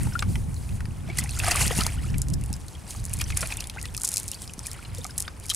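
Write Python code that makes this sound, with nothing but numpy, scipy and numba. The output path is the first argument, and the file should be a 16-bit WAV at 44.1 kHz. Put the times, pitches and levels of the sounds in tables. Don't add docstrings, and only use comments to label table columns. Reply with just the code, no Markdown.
import sys
import numpy as np
from scipy import signal
from scipy.fft import rfft, irfft, next_fast_len
from scipy.io import wavfile
from scipy.ndimage import uniform_filter1d
from numba import njit

SR = 44100
rng = np.random.default_rng(int(sys.argv[2]) if len(sys.argv) > 2 else 0)


def to_wav(s):
    ch = np.atleast_2d(s).T
    pcm = np.round(np.clip(ch, -1, 1) * 32767)
    wavfile.write(sys.argv[1], SR, pcm.astype(np.int16))


def makeup_ratio(level_db):
    decades = np.asarray(level_db, float) / 20
    return 10 ** decades


N = 244965


def unit(x):
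    return x / np.sqrt(np.mean(x ** 2))


def colour(x, points):
    size = next_fast_len(N)
    hz, db = np.transpose(points)
    bin_hz = np.arange(size // 2 + 1) * SR / size
    gain = makeup_ratio(np.interp(np.log(bin_hz + 1), np.log(hz), db, -90, -90))
    return unit(irfft(rfft(x, size) * gain, size)[..., :N])


def curves(table):
    s, *columns = np.transpose(table)
    return [np.interp(np.arange(N) / SR, s, c) for c in columns]


def walk(rate_hz):
    hold = int(SR / rate_hz)
    levels = np.repeat(rng.standard_normal(N // hold + 1), hold)
    return 1.7 * uniform_filter1d(uniform_filter1d(levels, hold), hold)[:N]


def steady(x, span_s):
    span = int(span_s * SR)
    power = uniform_filter1d(uniform_filter1d(np.mean(x ** 2, axis=0), span), span)
    return x / np.sqrt(power)


def hiss(side, side_hz):
    mid, other = rng.standard_normal((2, N))
    other = signal.sosfilt(signal.butter(1, side_hz, fs=SR, output="sos"), other)
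    return mid + side * other * np.array([[1], [-1]])


def resonance(x, hz, width_hz):
    f = np.arange(1, x.shape[1] // 2 + 2) * SR / x.shape[1]
    return irfft(rfft(x) / (1 + 1j * (f - hz ** 2 / f) / width_hz), x.shape[1])


def place(rows, s, db, pan_db):
    out = np.zeros((2, N + rows.shape[1]))
    gains = makeup_ratio(db) / np.abs(rows).max(axis=1)
    for row, start_s, gain, pan in zip(rows, s, gains, pan_db):
        i = int(start_s * SR)
        out[:, i:i + len(row)] += row * gain * makeup_ratio([[pan / 2], [-pan / 2]])
    return out[:, :N]


# time in seconds, rumble in dB, flutter in dB above the rumble.
GUSTS = [(0.0, -34, 3.5), (0.1, -30, 0), (0.3, -30.5, -3.5), (0.85, -31.5, -6), (1.1, -38.5, 1.5),
         (1.42, -29, -7), (1.75, -32.5, -0.5), (1.92, -30, -4), (2.44, -30.5, -3.5), (2.54, -36, -4.5),
         (2.87, -42.5, -8), (3.3, -28.5, -7), (3.65, -43.5, -9.5), (3.81, -34.5, -8.5), (4.1, -46.5, -6.5),
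         (4.6, -42.5, -8.5), (5.0, -40, -7), (5.55, -41.5, -13.5)]
# Hz, dB per Hz.
RUMBLE = [(11, -45), (18, -8.5), (64, 5.5), (97, 2), (130, -8.5), (170, -66), (290, -120)]
# Hz, dB per Hz.
FLUTTER = [(59, -36), (100, -1.5), (132, -0.5), (292, -19.5), (441, -30.5), (600, -35.5), (780, -37),
           (1320, -120)]
# start in seconds, peak in dB, pitch in Hz, left minus right in dB.
BUMPS = [
    (0.07, -28, 173, -2),
    (.845, -17.5, 94, 3),
    (.884, -18.5, 110, -2),
    (4.58, -28.5, 199, 1),
    (1.668, -21, 164, -2),
    (1.788, -16, 171, 12),
    (2.506, -23.5, 172, -7),
]


def wind():
    eddy_lag_s = 0.0011
    rumble_db, flutter_db = curves(GUSTS)
    rumble = steady(colour(hiss(0.2, 2000), RUMBLE), 0.07)
    flutter = steady(colour(hiss(0.51, 2000), FLUTTER), 0.058)
    flutter = flutter * makeup_ratio(flutter_db + 1.54 + 1.91 * walk(22.546))
    right, left = (rumble + flutter) * makeup_ratio(rumble_db + 1.2 + 1.6 * walk(16))
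    left = np.interp(np.arange(N) - eddy_lag_s * SR, np.arange(N), left)
    s, db, hz, pan_db = np.transpose(BUMPS)
    turn = hz[:, None] * np.arange(1024) / SR
    bump = np.sin(2 * np.pi * turn) * turn * np.exp(-turn / 0.28)
    return np.array([left, right]) + place(bump, s, db - 0.5, pan_db)


# start in seconds, hold in seconds, spray in dB, gurgle in dB.
BOUTS = [(-.02, 0.097, -44, -46), (0.289, 0.049, -45, -59), (1.08, 0.015, -56, -46),
         (1.185, 0.039, -41, -42), (1.302, 0.088, -46, -55), (1.384, 0.019, -43, -37),
         (1.456, 0.15, -41, -48), (1.68, 0.21, -44.5, -41.5), (1.903, 0.2, -48.5, -55.5),
         (2.403, 0.41, -56.5, -62), (2.872, 0.28, -46.5, -56), (3.192, 0.11, -50.5, -57),
         (3.365, 0.05, -38, -46.5), (3.506, 0.11, -48.5, -49), (3.782, 0.076, -50, -58),
         (3.996, 0.11, -47.5, -58), (4.138, 0.052, -43.5, -51.5), (4.293, 0.15, -48, -61),
         (4.606, 0.12, -48, -54.5), (4.768, 0.11, -54, -50.5), (4.945, 0.1, -49.5, -56),
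         (5.177, 0.052, -50, -50.5), (5.44, 0.024, -47.5, -54), (5.51, .1, -41.5, -50.5)]
# start in seconds, hold in seconds, spray in dB, gurgle in dB.
BEATS = [(0.56, 0.207, -52, -76), (1.447, 0.014, -28, -34), (1.476, 0.047, -29.5, -28.5),
         (1.561, 0.01, -28.5, -30.5), (1.606, 0.019, -25, -29.5), (1.657, 0.012, -31.5, -35),
         (1.708, 0.016, -33, -35), (1.758, 0.014, -32.5, -41), (1.788, 0.029, -33.5, -33.5),
         (1.824, 0.011, -35.5, -39), (1.856, 0.0075, -37, -36), (3.201, .018, -40, -45),
         (3.289, 0.02, -39, -48.5), (3.404, 0.047, -50, -40), (3.507, 0.013, -36, -39)]


def stirring(broken):
    rise_db_s, foam_fall_db_s, drop_fall_db_s, beat_fall_db_s = 424, 57, 115, 553
    calm_db = -58
    s, hold, spray_db, gurgle_db = (c[:, None] for c in np.transpose(BOUTS + BEATS))
    grid_s = np.arange(0, N, 64) / SR
    t = grid_s - s
    ends = np.clip((s + hold) * SR, 0, N - 1).astype(int)
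    fall = foam_fall_db_s + (drop_fall_db_s - foam_fall_db_s) * broken[ends]
    fall[len(BOUTS):] = beat_fall_db_s
    shape = makeup_ratio(2 * (rise_db_s * np.minimum(t, 0) - fall * np.maximum(t - hold, 0)))
    levels = []
    for db in (spray_db, gurgle_db):
        power = (shape * makeup_ratio(2 * db)).sum(axis=0) + makeup_ratio(2 * calm_db)
        levels.append(np.interp(np.arange(N) / SR, grid_s, 10 * np.log10(power)))
    return levels


@njit
def grains(start, hz, turns, big, glide, pan):
    out = np.zeros((2, N))
    for k in range(len(start)):
        z = big[k] + 0j
        n = int(turns[k] * SR / hz[k]) + 2
        step = np.exp((2j * np.pi - 1 / turns[k]) * hz[k] / SR)
        climb = np.exp(2j * np.pi * hz[k] / SR * glide / n)
        for i in range(start[k], min(start[k] + 5 * n, N)):
            z = z * step
            step = step * climb
            out[0, i] += z.imag * (1 + pan[k])
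            out[1, i] += z.imag * (1 - pan[k])
    return out


def froth(count, low_hz, high_hz, turns, scatter_db, glide, wide):
    u = rng.random((count, 5)).T
    start = (u[0] * N).astype(np.int64)
    hz = low_hz * (high_hz / low_hz) ** u[1]
    big = makeup_ratio(-scatter_db * np.log(0.995 * u[2] + 0.005)) * hz
    pan = wide * np.sqrt(low_hz / hz) * (2 * u[4] - 1)
    return unit(grains(start, hz, turns * (0.66 + u[3]), big, glide, pan))


# time in seconds, share 0-1.
BROKEN = [
    (0, 0.27),
    (.25, 0.24),
    (1.05, 0.5),
    (1.25, 0.9),
    (1.45, 0.85),
    (1.85, 0.74),
    (2.95, 0.76),
    (3.3, 0.86),
    (5.55, 0.82),
]
# Hz, dB per Hz.
SPRAY = [(1760, -26), (3000, -7.5), (3630, -7), (4460, -3), (6740, -3), (9740, 1.5), (12100, -12),
         (15300, -24), (16400, -39)]
# Hz, dB per Hz.
FOAM = [(1470, -56), (2500, -31), (4470, -8), (7000, -3), (9000, 3), (11500, -3.5), (16400, -19)]
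# Hz, dB per Hz.
GURGLE = [(310, 0), (520, -11), (707, -4.5), (1160, -7.5), (1650, -5), (2520, -2.5), (4000, -14.5),
          (5200, -12), (8800, -120)]


def churn():
    (broken,) = np.clip(curves(BROKEN), 0, 1)
    spray_db, gurgle_db = stirring(broken)
    patch = walk(60) * broken
    drops = froth(count=9000, low_hz=2500, high_hz=17400, turns=4.8, scatter_db=3.1, glide=0.085, wide=0.33)
    drops = colour(drops, SPRAY)
    foam = colour(hiss(0.25, 5000), FOAM) * makeup_ratio(0.9 * walk(30))
    spray = np.sqrt(broken) * drops + np.sqrt(1 - broken) * foam
    gurgle = froth(count=5000, low_hz=500, high_hz=6000, turns=3.2, scatter_db=2.2, glide=0.05, wide=0.8)
    gurgle = colour(gurgle + 0.98 * hiss(0.27, 2000), GURGLE)
    spray_db = spray_db + 2.1 * patch
    gurgle_db = gurgle_db + 1.4 * patch + 1.2 * walk(25) - 0.5
    return spray * makeup_ratio(spray_db) + gurgle * makeup_ratio(gurgle_db)


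# start in seconds, peak in dB.
SNAPS = [(0.033, -15.5), (5.4645, -21), (1.172, -15), (1.2392, -14), (1.559, -6.5), (1.667, -16),
         (1.8657, -6), (2.1821, -14), (2.2176, -9), (2.5285, -14), (3.1692, -19), (3.1887, -18),
         (3.4075, -12), (3.4726, -14), (2.565, -26.5), (3.5705, -12), (3.8274, -15), (3.9666, -10.5),
         (3.977, -11.5), (3.941, -24), (3.999, -23), (4.011, -22), (4.107, -21), (4.199, -12.5),
         (4.24, -22), (4.286, -17), (4.344, -20.5), (4.1798, -8.5), (4.017, -12), (4.0343, -8),
         (4.0887, -6.5), (4.1288, -16), (4.28, -12), (4.3154, -12), (4.715, -17.5), (5.066, -17.5),
         (5.1795, -6), (5.183, -10), (5.2236, -10.5)]
# peak time in seconds, peak in dB, centre in Hz,
# gap in seconds, fall in dB a crack.
FLICKS = [(1.188, -7, 8000, 0.005, 3.5), (1.394, -10, 8350, 0.0056, 15), (1.51, -8, 7250, 0.003, 3.5),
          (1.609, -8, 8800, 0.0033, 3), (1.631, -11, 6860, 0.0056, 5.5), (1.679, -7, 6560, 0.0062, 17),
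          (1.7777, -9.5, 7800, 0.0052, 3.5), (1.8079, -12, 4700, 0.012, 5), (2.3381, -15, 6300, 0.0031, 9),
          (2.907, -16.5, 7050, 0.0037, 18), (3.0523, -14, 8250, 0.011, 9), (3.137, -8.5, 9900, 0.0045, 17),
          (3.214, -11, 7600, .0026, 20), (3.373, -3, 9300, 0.0026, 15), (3.4164, -10, 7350, 0.004, 16),
          (3.6058, -13, 5500, .0035, 12), (4.048, -4.5, 7400, 0.0033, 4), (4.076, -8, 7860, 0.0056, 19),
          (4.1396, -8.5, 8060, 0.0069, 19), (4.1696, -3.5, 7040, 0.01, 9), (4.668, -11.5, 8300, 0.0066, 20),
          (5.203, -8.5, 8600, .004, 15), (5.4994, -6, 5940, 0.0054, 4.5), (5.5464, -8, 8200, 0.0087, 9)]
# start in seconds, peak in dB, centre in Hz.
DROPS = [(5.4848, -22, 8000), (0.543, -24.5, 6800), (0.692, -29, 3730), (1.2932, -18.5, 4800),
         (1.39, -12, 6250), (1.836, -9.5, 6200), (2.2849, -18.5, 7500), (2.3016, -20, 7600),
         (2.438, -20.5, 8650), (2.4608, -24, 8600), (2.5385, -22, 5660), (2.6828, -22, 6700),
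         (3.0956, -22, 7400), (3.241, -23, 6040), (3.6407, -20.5, 4900), (3.6716, -18.5, 8750),
         (3.814, -22, 5900), (4.1167, -16, 8700), (4.2317, -19, 8700), (2.412, -26, 8000),
         (4.4195, -18, 8000), (4.4768, -22.5, 5230), (4.536, -19.5, 7600), (4.592, -16, 6560),
         (4.732, -18, 9000), (4.9485, -19, 5770), (4.9836, -19.5, 7900), (5.218, -18, 9500),
         (5.399, -25, 8360), (5.4566, -21.5, 7330)]
# start in seconds, peak in dB, pitch in Hz, peak of the crack on top in dB.
SLAPS = [(.191, -24, 3520, -18), (.224, -23, 1200, -18.5), (.355, -26, 1996, -21), (.805, -35, 1320, -28),
         (.854, -39.5, 2270, -31), (1.1845, -27, 4740, -8), (1.399, -21, 2670, -26),
         (1.435, -26, 1500, -26), (1.442, -28.5, 810, -32), (1.511, -19.5, 1940, -14),
         (1.516, -31, 694, -8), (1.608, -25.5, 1010, -15), (1.707, -24.5, 373, -30),
         (1.806, -24, 3070, -25), (1.864, -24, 890, -15), (3.2095, -26, 3090, -30),
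         (3.214, -26.5, 2410, -17), (3.32, -34, 2250, -32), (3.37, -29.5, 2580, -23),
         (3.4285, -25, 1390, -28), (3.5222, -28.5, 2580, -26), (3.697, -33, 3240, -17),
         (3.854, -29.5, 2520, -22), (3.947, -33, 2600, -17.5), (4.038, -36.5, 1135, -28),
         (4.495, -40, 2870, -34), (3.302, -28, 2500, -26), (5.043, -46, 2070, -13),
         (5.278, -30.5, 1540, -30), (5.511, -33, 2100, -22)]


def cracks():
    lead_db, slap_crack_late_s, slap_crack_hz = -7.5, 0.001168, 5500
    s, db, hz, gap_s, fall_db = np.transpose(FLICKS)
    k = np.arange(-1, 4)[:, None]
    run_s = s + k * gap_s
    run_db = db + np.where(k < 0, lead_db, -k * fall_db)
    run_hz = hz * (1 + 0.061 * (k != 0) * rng.standard_normal((len(s), 5)).T)
    runs = np.reshape((run_s, run_db, run_hz), (3, -1))
    film_hz = 8600 * (1 + 0.12 * rng.standard_normal(len(SNAPS)))
    slap_s, _, _, top_db = np.transpose(SLAPS)
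    tops = slap_s + slap_crack_late_s, top_db, np.full(len(SLAPS), slap_crack_hz)
    rows = np.hstack([runs, [*np.transpose(SNAPS), film_hz], np.transpose(DROPS), tops])
    return np.minimum(rows, [[N / SR], [0], [SR / 4]])


def snaps():
    mic_hz, mic_width_hz, mic_band_hz = 9600, 2500, (3500, 11100)
    s, db, hz = (c[:, None] for c in cracks())
    t = np.arange(2048) / SR
    chance = rng.standard_normal((len(s), 3, len(t)))
    crackle = chance[:, 0] * makeup_ratio(5.2 * uniform_filter1d(chance[:, 1], size=9) * 4.13)
    t60_s = np.clip(0.014 + 0.00033 * db, 0.004, 0.05)
    rows = crackle * makeup_ratio(-60 * t / t60_s) * 0.32
    rows *= 0.058 + 0.75 * (1 - np.exp(-t / 0.0009))
    rows[:, 12] = 1.9 * np.sign(chance[:, 2, 0])
    rows = resonance(rows, hz, 0.5 * hz) + 0.88 * resonance(rows, mic_hz, mic_width_hz)
    rows = resonance(rows, hz, 2 * hz)
    band = signal.butter(2, mic_band_hz, "bandpass", fs=SR, output="sos")
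    rows = signal.sosfilt(band, rows)
    return place(rows, s[:, 0], db[:, 0] - 0.7, 0.7 * chance[:, 2, 1] + 0.55)


# start in seconds, peak in dB, pitch in Hz, t60 in seconds.
BUBBLES = [(.069, -34, 855, 0.036), (.123, -41, 1460, .04), (.153, -26.5, 1360, 0.048),
           (.222, -30, 2190, 0.034), (1.099, -33, 2196, 0.041), (1.169, -38, 2820, 0.035),
           (1.186, -22, 1976, 0.036), (1.211, -37, 3380, 0.028), (1.464, -34, 1224, 0.046),
           (1.48, -25, 680, 0.051), (1.514, -28.5, 2610, .053), (1.552, -25, 1126, 0.034),
           (1.787, -28, 2720, 0.038), (1.812, -29.5, 1267, 0.043), (2.142, -33, 2320, 0.032),
           (2.751, -41.5, 3170, 0.035), (3.424, -36, 2470, 0.023), (3.435, -37.5, 623, 0.056),
           (3.761, -38.5, 840, 0.036), (3.771, -37, 1520, 0.04), (3.782, -43, 2030, 0.055),
           (3.839, -42, 1900, 0.068), (4.332, -38, 4480, 0.026), (4.75, -45, 1970, 0.035),
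           (4.849, -42, 4020, 0.03), (4.984, -41.5, 474, 0.07), (5.051, -34.5, 1200, 0.036),
           (5.106, -42, 5260, 0.023), (5.498, -29.5, 3830, 0.063), (5.5, -25, 3110, 0.04)]


def pockets(count=24):
    from_s, low_hz, high_hz = 1.9, 1200, 4200
    u = rng.random((2, count))
    trickle_s = from_s + u[0] * (N / SR - from_s)
    trickle_hz = low_hz * (high_hz / low_hz) ** u[1]
    trickle = [trickle_s, np.full(count, -52.5), trickle_hz, np.full(count, 0.036)]
    slaps = [*np.transpose(SLAPS)[:3], np.full(len(SLAPS), 0.024)]
    return np.hstack([slaps, np.transpose(BUBBLES), trickle])


def plops():
    s, db, hz, t60_s = (c[:, None] for c in pockets())
    t = np.arange(4096) / SR
    chance = rng.standard_normal((len(s), 2, len(t)))
    t60_s = np.clip(t60_s, 0.006, 0.06)
    wobble = 0.012 * np.cumsum(uniform_filter1d(chance[:, 1], size=40), axis=1) * hz / 1000
    swell = (1 - np.exp(-t / 0.0018)) * makeup_ratio(-40 * t / t60_s) * np.exp(-(3.76 * t / t60_s) ** 2)
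    bubble = np.sin(2 * np.pi * hz * t * (1 + 2.4 * t) + wobble) * swell
    slap = chance[:, 0] * makeup_ratio(-60 * t / 0.022) * (1 - np.exp(-t / 0.00046))
    slap = resonance(slap, hz, 0.5 * hz) + 0.32 * resonance(slap, 0.67 * hz, 0.63 * hz)
    slap = resonance(slap, hz, 2.7 * hz)
    slap = slap / np.abs(slap).max(axis=1, keepdims=True)
    ring = np.clip(t60_s / 0.054, 0, 0.9)
    rows = ring * bubble + (1 - ring) * slap
    return place(rows, s[:, 0], db[:, 0] + 5.0, 2.0 * chance[:, 0, -1] + 0.1)


# centre in
# seconds, peak in dB, pitch in Hz.
BLIPS = [(1.091, -36.5, 664), (1.1, -40, 746), (1.305, -33, 4370), (1.319, -34, 4200), (.566, -39, 4200),
         (1.102, -37.5, 353), (1.188, -34, 2800), (1.188, -29, 4260), (1.262, -36, 1990),
         (1.202, -34, 3230), (1.247, -35, 815), (1.293, -34, 2570), (1.294, -36, 6100),
         (1.374, -34.5, 1370), (1.395, -27, 4550), (3.265, -40, 3100), (1.479, -32, 2630),
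         (1.483, -22, 1200), (1.502, -25, 1850), (1.514, -23, 4390), (1.516, -21, 4730), (1.571, -26, 2580),
         (1.613, -26, 4390), (1.616, -23, 2780), (1.616, -24, 2010), (1.64, -29, 2710),
         (1.672, -28.5, 2040), (1.674, -30, 2600), (1.701, -30, 1850), (1.705, -33, 3100),
         (1.716, -33, 3250), (1.719, -27, 1900), (1.73, -29, 730), (1.786, -29, 900), (1.792, -31, 1980),
         (1.794, -34.5, 403), (1.801, -31, 1240), (1.809, -29, 1810), (1.811, -20.5, 4370),
         (1.836, -26, 4820), (1.85, -30, 3350), (1.866, -31, 4390), (1.866, -26, 4800), (1.866, -39, 2280),
         (3.202, -29, 2390), (3.412, -27, 5500), (.205, -27.5, 7600), (3.306, -40, 1250),
         (3.324, -29.5, 2470), (3.372, -44, 2540), (3.372, -33.5, 1160), (3.241, -26, 5760),
         (3.43, -38, 560), (3.513, -39, 860), (3.524, -24.5, 2440), (3.528, -42, 950), (3.576, -35, 3450),
         (3.591, -31.5, 2740), (3.605, -40, 4300), (3.608, -35, 2600),
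         (0.229, -42, 1260), (0.358, -35, 3130), (0.359, -36.5, 876), (0.387, -46, 380), (0.692, -41, 2530),
         (0.855, -39, 4610), (0.856, -45, 1890), (1.986, -37, 2950), (1.993, -38.5, 1850),
         (2.14, -41, 1880), (2.205, -43.5, 398), (2.22, -36, 5000), (2.34, -28, 5200), (2.521, -43, 820),
         (2.53, -44, 2580), (2.539, -30, 5170), (2.685, -41, 4030), (.136, -34, 5340), (2.95, -40.5, 1200),
         (2.953, -41.5, 860), (3.131, -37, 2580), (3.643, -36, 3450), (3.784, -38, 1980),
         (3.814, -38, 4900), (3.855, -41, 4550), (3.887, -41, 3400), (3.46, -35, 4500), (3.981, -41, 1220),
         (4.171, -31, 4500), (4.173, -38.5, 2480), (4.318, -43, 5000), (4.323, -37, 2800),
         (4.336, -39, 3140), (4.349, -30, 4530), (4.421, -41, 5170), (4.716, -34, 5300), (4.478, -36, 5030),
         (4.497, -38.5, 2550), (4.659, -34.5, 2370), (4.684, -39.5, 1800), (4.857, -39.5, 2880),
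         (4.974, -40, 3620), (5.016, -37, 3620), (5.05, -45, 3720), (5.051, -35.5, 740),
         (5.051, -34.5, 2150), (5.109, -38, 5120), (5.182, -33, 5140), (5.252, -37, 3140),
         (5.28, -32, 3550), (5.282, -35, 1220), (5.282, -35, 5040), (5.281, -33, 4610), (5.452, -40, 2300),
         (5.097, -40, 1550), (5.501, -24, 4940), (5.192, -43, 1850), (5.515, -23, 3700), (5.517, -28, 3160),
         (5.52, -35.5, 1210),
         (1.976, -40, 1430), (2.045, -39, 1300), (2.087, -38.5, 2810), (2.1, -44, 1740), (2.163, -44, 2040),
        (2.423, -44, 2090), (2.438, -43, 2700), (2.475, -45, 830), (2.5, -42, 800), (4.592, -44, 1250),
        (4.614, -43, 885), (4.748, -41, 2930), (4.792, -39.5, 1350), (4.924, -46, 2090), (3.332, -32, 2180),
        (1.519, -30, 700)]


def blips():
    s, db, hz = (c[:, None] for c in np.transpose(BLIPS))
    chance = rng.standard_normal((len(s), 2))
    half_s = (0.0026 + 5 / hz) / 2
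    before = 512
    t = np.arange(-before, 1024) / SR
    swell = np.exp(-(t / np.where(t < 0, 0.65 * half_s, 1.12 * half_s)) ** 2)
    climb = 0.05 * (1 + 0.5 * chance[:, :1]) * t / half_s / 2
    rows = swell * np.sin(2 * np.pi * hz * t * (1 + climb))
    return place(rows, s[:, 0] - before / SR, db[:, 0] - 0.5, 1.2 * chance[:, 1] + 0.3)


# start in seconds, peak in dB, from Hz, to Hz, length in seconds.
BURP = (3.779, -36, 1800, 3200, .018)


def burp():
    s, db, from_hz, to_hz, length_s = BURP
    hz = np.linspace(from_hz, to_hz, int(length_s * SR))
    sweep = np.sin(2 * np.pi * np.cumsum(hz) / SR) * np.hanning(len(hz))
    return place(sweep[None], [s], [db], [1])


def basin(water):
    t = np.arange(3000) / SR
    echo = hiss(0.82, 4900)[:, :len(t)] * makeup_ratio(-60 * t / 0.051 - 33.0) * (t > 0.0007)
    return signal.fftconvolve(water, echo, axes=1)[:, :N]


# Hz, dB per Hz.
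FIELD = [(150, 7), (250, 1), (642, -7), (896, -5), (1490, -13), (3630, -22), (10200, -20.5), (16300, -39)]


def field():
    return makeup_ratio(-49) * colour(hiss(0.64, 6100), FIELD)


def scene():
    water = snaps() + plops() + blips() + burp()
    return water + basin(water) + churn() + wind() + field()


def band_limit(x):
    return signal.sosfilt(signal.butter(12, 16500, fs=SR, output="sos"), x)


def record(dry):
    low_pass = signal.ellip(8, 0.2, 70, 15650, fs=SR, output="sos")
    mix = signal.sosfilt(low_pass, dry)
    return band_limit(mix)


dry = scene()
out = record(dry)
to_wav(out)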